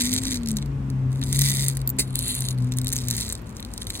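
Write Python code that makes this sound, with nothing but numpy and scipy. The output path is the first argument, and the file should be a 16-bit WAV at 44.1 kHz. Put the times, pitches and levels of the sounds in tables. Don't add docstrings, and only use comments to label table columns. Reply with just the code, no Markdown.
import sys
import numpy as np
from scipy import signal
from scipy.fft import rfft, irfft
from scipy.io import wavfile
from scipy.ndimage import uniform_filter1d

SR = 44100
rng = np.random.default_rng(int(sys.argv[2]) if len(sys.argv) > 2 else 0)


def generate_wav(sig):
    pcm = np.round(np.clip(np.atleast_2d(sig).T, -1, 1) * 32767).astype(np.int16)
    wavfile.write(sys.argv[1], SR, pcm)


N = 176400
RING_SAMPLES = 4096
IMPACT_GAIN = np.sqrt(.0036 * SR)


def undb(db):
    return 10 ** (np.asarray(db) / 20)


def unit(x):
    return x / np.sqrt(np.mean(np.sum(x ** 2, axis=-1)))


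def pan(db):
    return undb(np.array([[db], [-db]]) / 2)


def drift(rate_hz):
    step = int(SR / rate_hz)
    return uniform_filter1d(np.repeat(rng.standard_normal(N // step + 1), step), step)[:N]


def colour(spectrum, size, tilt_db=0, knee_hz=3580):
    f = np.maximum(np.fft.rfftfreq(size, 1 / SR), 1)
    hz, db = np.array(spectrum).T
    return undb(np.interp(np.log(f), np.log(hz), db) + tilt_db * np.log2(np.maximum(f, knee_hz) / 8000))


def noise(spectrum, channels=2):
    white = rng.standard_normal((channels, N))
    return unit(irfft(rfft(white) * colour(spectrum, N), N)) * np.sqrt(N)


def add(out, start_s, sound):
    start = max(int(start_s * SR), 0)
    part = out[:, start:start + sound.shape[1]]
    part += sound[:, :part.shape[1]]


def decay(t60_s):
    return np.exp(-np.log(1000) * np.arange(RING_SAMPLES) / SR / t60_s)


def ring(modes, detune=0.0029):
    hz, db, t60_s = np.array(modes).T[:, :, None]
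    hz = hz * (1 + detune * rng.standard_normal(hz.shape))
    cycles = hz * np.arange(RING_SAMPLES) / SR + rng.random((2, len(hz), 1))
    return unit(np.sum(undb(db) / np.sqrt(t60_s) * decay(t60_s) * np.sin(2 * np.pi * cycles), axis=1))


# frequency_hz, phase_rad
MIC_LEAD = [(0, -2.5), (1200, -1), (2000, 0.07), (2700, -1.5), (4200, -4), (5200, -3), (8300, 0),
            (9500, 1.14), (11300, 0.5), (13000, 3), (14000, 8.5), (16000, 6.5)]


def collision(spectrum, tilt_db, t60_s=.0053, body_db=-4, bands=14):
    f = np.fft.rfftfreq(RING_SAMPLES, 1 / SR)
    jitter_s = .000006 * rng.standard_normal()
    lag_rad = np.interp(f, *np.array(MIC_LEAD).T) + 2 * np.pi * f * jitter_s
    body = undb(body_db) * unit(rng.standard_normal(RING_SAMPLES) * decay(t60_s))
    wall = undb(-13) * unit(rng.standard_normal((2, RING_SAMPLES)) * decay(t60_s=0.047))
    heard = (1 + rfft(body)) * np.exp(-1j * lag_rad * np.array([[0], [1]])) + rfft(wall)
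    uneven_db = 3.5 * np.interp(f, np.linspace(0, SR / 2, bands), rng.standard_normal(bands))
    cepstrum = irfft(np.log(colour(spectrum, RING_SAMPLES, tilt_db) * undb(uneven_db)))
    half = RING_SAMPLES // 2
    minimum_phase = np.exp(rfft(2 * cepstrum[:half] * (np.arange(half) > 0), RING_SAMPLES))
    return unit(np.roll(irfft(heard * minimum_phase), 16, axis=1))


# frequency_hz, level_db
PELLET = [(300, -21), (1200, -26.5), (1950, -13), (2900, -13.5), (3950, 3.5), (4800, -5.5), (5250, -3.5),
          (6500, -1.5), (8800, -1), (9500, 1.5), (10600, -6.5), (11800, -9), (13500, -10), (15700, -13)]
IN_BOTTLE = [(300, -15), (1200, -21), (2000, -16), (3000, -5.5), (4100, 8), (5500, -21), (6800, -4.5),
             (8000, 1), (9600, 6), (11700, -10), (13800, -10), (15700, -28)]
# pitch_hz, level_db, t60_s
BARREL_MODES = [(1957, -3.5, 0.042), (2070, -5.5, 0.036), (2308, -7.5, 0.072), (3660, -4.5, 0.0092),
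                (4760, -2.5, 0.018), (6500, -2.5, 0.072), (7420, -5, .05), (7470, -1, 0.06),
                (8460, 0, 0.087)]
# time_s, level_db
FIRST_POUR = [(0, -25), (0.05, -28.5), (0.11, -33.5), (0.18, -30), (0.22, -41), (0.27, -34.5), (0.36, -36),
              (0.41, -60), (0.5, -50), (0.66, -56)]
SECOND_POUR = [(1.1, -55.5), (1.22, -43), (1.3, -40), (1.36, -31), (1.46, -26), (1.58, -31), (1.69, -34),
               (1.76, -49), (1.84, -61)]
ROLL_BACK = [(2.05, -53), (2.12, -49.5), (2.17, -37), (2.3, -27.5), (2.4, -35.5), (2.49, -36), (2.55, -53)]
THIRD_POUR = [(2.6, -50), (2.8, -51.5), (2.88, -57), (2.96, -35), (3.04, -41), (3.1, -38), (3.2, -29),
              (3.3, -40.5), (3.4, -55)]
TRICKLE = [(3.45, -50), (3.6, -54), (3.69, -57), (3.76, -52), (3.88, -48), (3.95, -36.5), (4.0, -36)]
# flow, spectrum, gain_db, tilt_db_per_octave, barrel_db, full_flow_hits_per_s
PELLET_RUNS = [(FIRST_POUR, PELLET, 0.69, -1.8, -6, 830), (SECOND_POUR, PELLET, 0.57, 0.43, -6, 980),
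               (ROLL_BACK, IN_BOTTLE, 0.39, 0, -16, 2200), (THIRD_POUR, PELLET, -0.25, -2.7, -11.5, 1400),
               (TRICKLE, PELLET, -1.2, -1.5, -12, 2200)]


def pellet_rattle(flow, spectrum, gain_db, tilt_db, barrel_db, hits_per_s, full_flow_db=-24.5, kinds=20):
    time_s, level_db = np.array(flow).T
    t = np.arange(time_s[0], time_s[-1], 1 / SR)
    flow_db = np.interp(t, time_s, level_db)
    chance = hits_per_s * undb(flow_db - full_flow_db) ** 0.54 / SR
    struck = rng.random(N)[:len(t)] < chance
    kind = rng.integers(0, kinds, N)[:len(t)]
    strength = undb(5.2 * np.minimum(rng.standard_normal(N)[:len(t)], 2))
    hits = struck * strength / np.sqrt(np.mean(strength ** 2) * chance) * undb(flow_db + gain_db)
    out = np.zeros((2, N))
    for k in range(kinds):
        tick = collision(spectrum, tilt_db + 0.53 * rng.standard_normal(), t60_s=.007, body_db=0)
        response = tick + undb(barrel_db) * ring(BARREL_MODES)
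        add(out, time_s[0], signal.fftconvolve((hits * (kind == k))[None], response, axes=1))
    return out


# frequency_hz, density_db
RUMBLE_SPECTRUM = [(20, -52), (33, -33), (44, -6), (54, 2), (72, -10), (100, -1.5), (150, -11.5), (230, -9),
                   (310, -17.5), (450, -24), (700, -37), (1500, -81)]
AIR_SPECTRUM = [(100, -10), (400, 8.5), (700, 3.5), (1000, 5), (1500, -1), (2500, -6), (4500, -17),
                (8000, -18), (15000, -30)]
# time_s, level_db
RUMBLE_ENVELOPE = [(0, -31.5), (.5, -33.5), (1.15, -34), (1.299, -30.5), (1.45, -35), (2.4, -36.5),
                   (3.3, -36), (3.6, -37.5), (4, -36.5)]


def street(drone_hz=54.58, air_width=0.94):
    mid, side = noise(AIR_SPECTRUM)
    air = (mid + air_width * side * np.array([[1], [-1]])) * pan(db=1)
    wavering_hz = drone_hz * (1 + 0.063 * drift(rate_hz=13))
    drone = np.sqrt(2) * np.sin(2 * np.pi * np.cumsum(wavering_hz) / SR)
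    rumble_db = np.interp(np.arange(N) / SR, *np.array(RUMBLE_ENVELOPE).T)
    rumble = undb(rumble_db) * noise(RUMBLE_SPECTRUM, channels=1)
    return (rumble + undb(-46.5) * drone) * pan(db=3) + undb(-50) * air


# time_s, firing_hz, second_db, third_db, fourth_db
ENGINE_HARMONICS = [(0.0, 80.85, -50, -29, -58), (0.272, 87.5, -50, -32.5, -51),
                    (0.55, 71.05, -29.5, -26.5, -51), (0.71, 68.06, -27.5, -51.5, -42.5),
                    (0.95, 66.05, -27, -35.5, -38.5), (1.05, 65.1, -23, -49.5, -37.5),
                    (1.171, 66.8, -24.5, -48.5, -50.5), (1.2, 66.76, -28, -48, -34),
                    (1.38, 68.5, -23, -37, -39.5), (1.58, 67.55, -23, -39, -47),
                    (1.81, 67.05, -25, -64, -57), (1.87, 64.92, -25.5, -70, -57),
                    (1.94, 65.53, -33, -39, -40.5), (2.132, 65.22, -31, -46, -44),
                    (2.34, 61.95, -41.5, -47, -36), (2.41, 64.3, -27.5, -44, -61),
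                    (2.64, 62.56, -25.5, -39, -33.5), (2.928, 64.58, -30, -72, -42),
                    (3.12, 59.8, -26.5, -44, -40), (3.21, 55.2, -33, -42, -38.5),
                    (3.3, 53.9, -44, -53, -43)]


def distant_engine(waver=.006, flutter_db=1.92, fade_s=0.32):
    t = np.arange(N) / SR
    time_s, *columns = np.array(ENGINE_HARMONICS).T
    firing_hz, second_db, third_db, fourth_db = (np.interp(t, time_s, column) for column in columns)
    phase = 2 * np.pi * np.cumsum(firing_hz * (1 + waver * drift(rate_hz=15))) / SR
    hum = np.zeros(N)
    for harmonic, db in [(2, second_db), (3, third_db), (4, fourth_db), (1, -45), (6, second_db - 30.5)]:
        amplitude = np.sqrt(2) * undb(db + flutter_db * drift(rate_hz=20))
        hum += amplitude * np.sin(harmonic * phase + 2 * np.pi * rng.random())
    fade_out = np.exp(-np.maximum(t - time_s[-1], 0) / fade_s)
    return undb(-0.2) * hum * fade_out * pan(db=2.2)


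# start_s, level_db, tilt_db_per_octave
PELLET_IMPACTS = [(0.0187, -19, 2), (0.055, -21, 1), (0.1285, -22.5, -12), (0.1378, -14.5, 3),
                  (0.163, -18, -5.5), (0.181, -21.5, 0), (0.1857, -22, -4), (0.2355, -24.5, -3),
                  (0.253, -23, -7), (0.2684, -23.5, -3), (0.2914, -30, -6), (0.3084, -25, -5),
                  (0.3177, -22.5, -6), (0.326, -25, -5), (0.3327, -27, -5), (0.345, -27, -2),
                  (0.358, -36, -4), (0.3719, -30, -6), (0.4334, -36, -8), (0.46, -31.5, -5),
                  (0.4734, -28, -2), (0.4864, -23, 1), (0.497, -32, -3), (0.507, -29, -4),
                  (0.515, -25.5, -1), (0.5685, -22.5, 2), (0.5717, -27, 4), (0.5859, -31.5, -5),
                  (0.613, -48, -8), (0.6253, -33.5, -10), (0.9013, -38, -1), (1.2165, -32.5, -24),
                  (1.2274, -26, -16), (1.2372, -27, -4), (1.328, -17, -2), (1.345, -29, 1),
                  (1.3678, -23, 9), (1.3912, -14.5, 0), (1.4112, -18.5, 4), (1.4172, -14, 1.5),
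                  (1.485, -25, 7), (1.4915, -24, 7), (1.498, -19.5, 4), (1.504, -23, 0), (1.552, -29, 6),
                  (1.6098, -36, 6.0), (1.6231, -22, 1.5), (1.6471, -26, 7), (1.6831, -13.5, 6),
                  (1.6995, -26.5, 0), (1.7703, -24, 4), (1.774, -35, 5), (1.8161, -34, 0),
                  (2.1558, -17, 1.5), (2.1904, -18.5, 6), (2.2045, -38, 7), (2.2082, -31, -4),
                  (2.2268, -24, 9), (2.281, -18, 8), (2.301, -35, 5), (2.3042, -30, 11), (2.351, -21.5, 7),
                  (2.3868, -37, 8), (2.4065, -16.5, 13.5), (2.4213, -26, -7), (2.453, -29, -1),
                  (2.486, -21, 4), (2.4892, -41, 10), (2.5083, -27.5, -1.5), (2.5852, -39, -4),
                  (2.7212, -27, -5.5), (2.7378, -36.5, -1), (2.7697, -32, 4.0), (2.774, -31.5, 5),
                  (2.7855, -21, 1), (2.8153, -28, 4), (2.8452, -27, 2), (2.8598, -32, -7),
                  (2.8698, -22.5, 0), (2.8809, -25, 0), (2.8897, -26, 2), (2.9022, -31, -3),
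                  (2.919, -27, -3), (2.926, -20, 0), (2.9303, -19, 6), (2.934, -21.5, -1),
                  (2.9582, -24.5, 3), (2.9649, -19, 2.5), (2.979, -28, -1), (2.9865, -26, -5),
                  (3.0849, -18.5, 3), (3.1027, -22, 2), (3.1102, -16, 2.5), (3.1517, -25.5, 12),
                  (3.166, -21, 9), (3.2092, -21.5, 1), (3.223, -32, -13), (3.291, -26.5, 4),
                  (3.3003, -27.5, -1), (3.3051, -36, -6), (3.3246, -22, -2), (3.3285, -23, 10),
                  (3.3523, -29, -1.5), (3.5678, -33.5, 0), (3.5974, -34, -21), (3.603, -34, 9),
                  (3.6268, -31.5, -9.5), (3.6492, -33.5, -3), (3.7374, -29.5, 4), (3.778, -27, -2),
                  (3.816, -32, 0), (3.8196, -26.5, -5), (3.8298, -35, -3.0), (3.869, -26.5, -3.5),
                  (3.8996, -28.5, 9), (3.9033, -22, -9), (3.9528, -26.5, -9)]


def pellet_ticks(knocks=3, knock_spread_s=.002, knock_db=-9):
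    out = np.zeros((2, N))
    for start_s, level_db, tilt_db in PELLET_IMPACTS:
        tick = undb(level_db - 2) * (collision(PELLET, tilt_db) + undb(-26) * ring(BARREL_MODES))
        add(out, start_s, tick)
        for delay, strength in rng.standard_normal((knocks, 2)):
            knock = undb(knock_db + 3.7 * strength) * tick / np.sqrt(knocks)
            add(out, start_s + knock_spread_s * abs(delay), knock)
    return IMPACT_GAIN * out


# start_s, level_db
BOUNCES = [(1.8753, -16), (1.8921, -22.5), (1.901, -21)]
# pitch_hz, level_db, t60_s
STEEL_MODES = [(4550, -15, 0.0065), (7520, -12, 0.04), (9800, -15, .015), (13000, -5, 0.01),
               (14090, -13, .012), (13800, 3.5, 0.025), (14500, -3, 0.011), (14900, -3, 0.01)]


def pellet_bounce():
    out = np.zeros((2, N))
    for start_s, level_db in BOUNCES:
        ping = ring(STEEL_MODES) + undb(-8.5) * collision(PELLET, tilt_db=8.0)
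        add(out, start_s, undb(level_db) * ping)
    return IMPACT_GAIN * out


# start_s, level_db
PORT_BLOWS = [(1.9858, -18.5), (1.9881, -15), (1.9929, -12), (1.9938, -14.5), (1.999, -22.5),
              (2.0028, -19.5)]
# pitch_hz, level_db, t60_s
PORT_MODES = [(381, 5, 0.08), (1698, -5, .04), (2044, -3, 0.1), (2560, -6, 0.06), (3854, 2.5, 0.11),
              (4530, 0, .025), (5500, -19, .02), (7200, 5, 0.018), (10300, 1, .015)]
# frequency_hz, level_db
PORT_SPECTRUM = [(200, -10), (380, 6), (550, -12), (1200, -24), (2000, -3.5), (3100, -8.5), (4300, 4),
                 (5800, -5.5), (7400, 0), (10000, 5.5), (12000, -11), (13500, -3), (15700, -10)]


def port_clack():
    out = np.zeros((2, N))
    for start_s, level_db in PORT_BLOWS:
        modes = undb(-10) * ring(PORT_MODES)
        body = undb(-2.5) * collision(PORT_SPECTRUM, tilt_db=0, t60_s=0.09, body_db=21)
        add(out, start_s, undb(level_db) * (modes + body))
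    return IMPACT_GAIN * out


def scene():
    out = street() + distant_engine() + pellet_ticks() + pellet_bounce() + port_clack()
    return out + sum(pellet_rattle(*run) for run in PELLET_RUNS)


# frequency_hz, difference_db
LEFT_OVER_RIGHT = [(500, 0.5), (1200, -1), (1900, -3.5), (3100, -1.5), (4000, 2.9), (4900, -5.5), (5700, 0)]


def record(dry, cutoff_hz=15750):
    ratio = colour(LEFT_OVER_RIGHT, N)
    sides = np.array([ratio, np.ones_like(ratio)]) * np.sqrt(2 / (1 + ratio ** 2))
    lowpass = signal.ellip(8, .2, 70, cutoff_hz, fs=SR, output="sos")
    return signal.sosfilt(lowpass, irfft(rfft(dry) * sides, N))


dry = scene()
out = record(dry)
generate_wav(out)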